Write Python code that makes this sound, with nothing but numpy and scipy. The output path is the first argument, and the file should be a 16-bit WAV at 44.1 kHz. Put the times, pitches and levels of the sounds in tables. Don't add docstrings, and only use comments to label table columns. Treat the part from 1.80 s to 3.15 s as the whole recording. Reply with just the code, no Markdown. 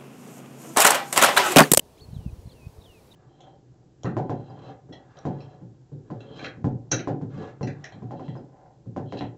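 import sys
import numpy as np
from scipy import signal
from scipy.fft import rfft, irfft
from scipy.io import wavfile
from scipy.ndimage import uniform_filter1d

SR = 44100
rng = np.random.default_rng(int(sys.argv[2]) if len(sys.argv) > 2 else 0)


def transcribe(u):
    v = np.clip(np.atleast_2d(u).T, -1, 1)
    q = np.round(v * 32767).astype(np.int16)
    wavfile.write(sys.argv[1], SR, q)


N = 59535
T = np.arange(N) / SR
FREQS = np.fft.rfftfreq(N, 1 / SR)

# t/s, f/Hz, level/dB
OPENING_RISE = [(.170, 1997, -74), (.175, 2183, -65.5), (.189, 2700, -66.5), (.203, 3430, -60),
                (.209, 4090, -56), (.214, 4390, -56), (.222, 4480, -53.5), (.232, 4380, -57),
                (.251, 4310, -58.5), (.258, 4300, -76)]
FLICK_A = [(.316, 4350, -74), (.320, 4520, -67), (.327, 3960, -67), (.331, 4700, -75)]
SLUR_A = [(.340, 3600, -70), (.347, 4070, -61), (.355, 3930, -59.5), (.367, 3340, -66.5), (.378, 3170, -66),
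          (.386, 3100, -81), (.408, 2990, -68.5), (.426, 2890, -76), (.450, 2780, -69), (.499, 2480, -65),
          (0.5, 2440, -74)]
FLICK_B = [(.658, 4250, -74), (.667, 4200, -67), (.675, 4400, -72)]
SLUR_B = [(.680, 3473, -67), (.688, 4063, -72), (.698, 4190, -57), (.706, 3560, -64.5), (.724, 3170, -66.5),
          (.738, 3020, -77), (.762, 2780, -67.5), (.795, 2628, -69.5), (.832, 2497, -62),
          (.858, 2517, -59.5), (.876, 2570, -67)]
FLICK_C = [(1.004, 3900, -74), (1.015, 3960, -64.5), (1.024, 3630, -59), (1.028, 4500, -65)]
SLUR_C = [(1.037, 3100, -74), (1.043, 3620, -60), (1.048, 3800, -60), (1.064, 3220, -56),
          (1.072, 3070, -66), (1.085, 3000, -64), (1.119, 2782, -60), (1.130, 2720, -68),
          (1.172, 2490, -64), (1.205, 2270, -75)]
FLICK_D = [(1.305, 3930, -71), (1.316, 3890, -57), (1.325, 3480, -57), (1.329, 3950, -54.5),
           (1.332, 4700, -72)]
SLUR_D_ONSET = [(1.340, 2650, -64), (1.345, 3020, -58.5), (1.354, 3300, -67)]
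# t/s, f/Hz, level/dB
UPPER_RISE = [(.168, 2500, -76), (.179, 3370, -65.5), (.190, 4250, -65), (.198, 4800, -70)]
UPPER_WARBLE = [(.711, 5000, -72), (.718, 4500, -65), (.723, 4170, -54), (0.7267, 4970, -78),
                (.729, 4400, -59), (.736, 3500, -68)]

# centre t/s, peak level/dB before filtering, centre-to-peak t/s
EDDY_PULSES = [(.2225, -39, 0.0025), (0.259, -39.5, 0.0032), (0.289, -38, 0.0019), (.334, -26, 0.0018),
               (.368, -24, 0.0018), (.392, -26, .0027), (0.4647, -19.5, .0015), (0.48, -26.5, 0.0028),
               (0.4975, -33.5, 0.0025), (0.534, -26, 0.0028), (0.592, -32, 0.003), (0.659, -31.5, 0.0021),
               (0.676, -31, 0.0017), (.746, -43, 0.0048), (0.834, -45, 0.0017), (0.871, -26.5, 0.0019),
               (0.897, -41, 0.0028), (0.99, -34, .0028), (1.100, -43, 0.0038)]
# t/s, level/dB
GUST_ENVELOPE = [(0, -63.5), (.19, -67), (.24, -52), (.36, -43), (.47, -47.5), (.56, -49), (.63, -54),
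                 (.78, -57), (.89, -56.5), (1.03, -58.5), (1.35, -64.5)]
# f/Hz, relative level/dB
GUST_SPECTRUM = [(15, -35), (35, -13), (70, -0.5), (140, -2), (220, -12.5), (400, -24.5), (900, -51),
                 (3000, -90)]
# f/Hz, relative level/dB
AIR_SPECTRUM = [(20, -14), (60, -3), (130, -1.5), (220, -4.5), (340, -5), (450, -4.5), (650, -9.5),
                (950, -13), (1300, -23), (2000, -25), (4000, -25.5), (7000, -28), (11000, -30),
                (15500, -33.5)]


def woodlark(reedy_db=-8, reedy_until_s=.204, reedy_fade_s=.0018, pure_octave_db=-34, sum_tone_db=-7.5):
    first, first_gain = whistle(OPENING_RISE)
    second, second_gain = whistle(UPPER_RISE)
    reedy = amp(reedy_db) * np.clip((reedy_until_s - T) / reedy_fade_s, 0, 1)
    song = first_gain * (np.sin(first) + reedy * np.sin(2 * first))
    song += second_gain * np.sin(second)
    song += amp(sum_tone_db) * np.sqrt(first_gain * second_gain) * np.sin(first + second)
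    for note in (FLICK_A, SLUR_A, FLICK_B, SLUR_B, UPPER_WARBLE, FLICK_C, SLUR_C, FLICK_D, SLUR_D_ONSET):
        phase, gain = whistle(note)
        song += gain * (np.sin(phase) + amp(pure_octave_db) * np.sin(2 * phase))
    return song


def whistle(curve, bend_s=.0011, edge_s=.0018, waver=.004, flutter_db=1.5, waver_hz=180):
    times, hz, db = np.transpose(curve)
    pitch = uniform_filter1d(np.interp(T, times, hz), int(bend_s * SR))
    pitch *= 1 + waver * drift(waver_hz)
    phase = 2 * np.pi * np.cumsum(pitch) / SR
    gate = np.clip(np.minimum(T - times[0], times[-1] - T) / edge_s + .5, 0, 1)
    rms = amp(np.interp(T, times, db) + flutter_db * drift(waver_hz))
    return phase, np.sqrt(2) * rms * np.sin(gate * np.pi / 2) ** 2


def hillside_echoes(song, echo_db=-17, t60_s=.35, delay_s=.02):
    tail = rng.standard_normal(N) * (T > delay_s) * np.exp(-np.log(1000) * T / t60_s)
    return amp(echo_db) * signal.fftconvolve(song, tail / np.linalg.norm(tail))[:N]


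def eddies(low_hz=45.8, top_hz=600):
    pressure = np.zeros(N)
    for centre_s, peak_db, width_s in EDDY_PULSES:
        u = (T - centre_s) / width_s
        pressure -= amp(peak_db) * u * np.exp((1 - u ** 2) / 2)
    high_pass = FREQS ** 2 / (FREQS ** 2 + low_hz ** 2)
    low_pass = 1 / np.hypot(1, (FREQS / top_hz) ** 2)
    return irfft(rfft(pressure) * high_pass * low_pass, N)


def gust():
    rumble = shaped_noise(spectral_gain(GUST_SPECTRUM, FREQS))
    return rumble * amp(np.interp(T, *np.transpose(GUST_ENVELOPE)))


def distant_air(level_db=-54.5, patch_db=1.0, frame=2048):
    framing = dict(nperseg=frame, noverlap=frame * 3 // 4)
    hz, _, spectra = signal.stft(rng.standard_normal(N), SR, **framing)
    patches = uniform_filter1d(rng.standard_normal(spectra.shape), size=20, axis=0)
    patches = unit_rms(uniform_filter1d(patches, size=8, axis=1))
    spectra *= spectral_gain(AIR_SPECTRUM, hz)[:, None] * amp(patch_db * patches)
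    _, wash = signal.istft(spectra, **framing)
    return amp(level_db) * unit_rms(wash[:N])


def distant_hum(centre_hz=434.2, width_hz=9.5, level_db=-68):
    return amp(level_db) * shaped_noise(1 / (1 + ((FREQS - centre_hz) / width_hz) ** 2))


def drift(rate_hz):
    return shaped_noise(np.exp(-(FREQS / rate_hz) ** 2))


def shaped_noise(gain):
    return unit_rms(irfft(rfft(rng.standard_normal(N)) * gain, N))


def spectral_gain(spectrum, hz):
    knots_hz, db = np.transpose(spectrum)
    return amp(np.interp(np.log(hz + 1), np.log(knots_hz), db))


def amp(db):
    return 10 ** (np.asarray(db) / 20)


def unit_rms(x):
    return x / np.sqrt(np.mean(x ** 2) + 1e-30)


def scene():
    song = woodlark()
    return (song + hillside_echoes(song) + eddies() + gust() + distant_air() + distant_hum())[None]


def record(dry):
    low_pass = signal.firwin(1023, cutoff=15750, window=("kaiser", 8), fs=SR)
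    return signal.oaconvolve(dry, low_pass[None], "same")


dry = scene()
out = record(dry)
transcribe(out)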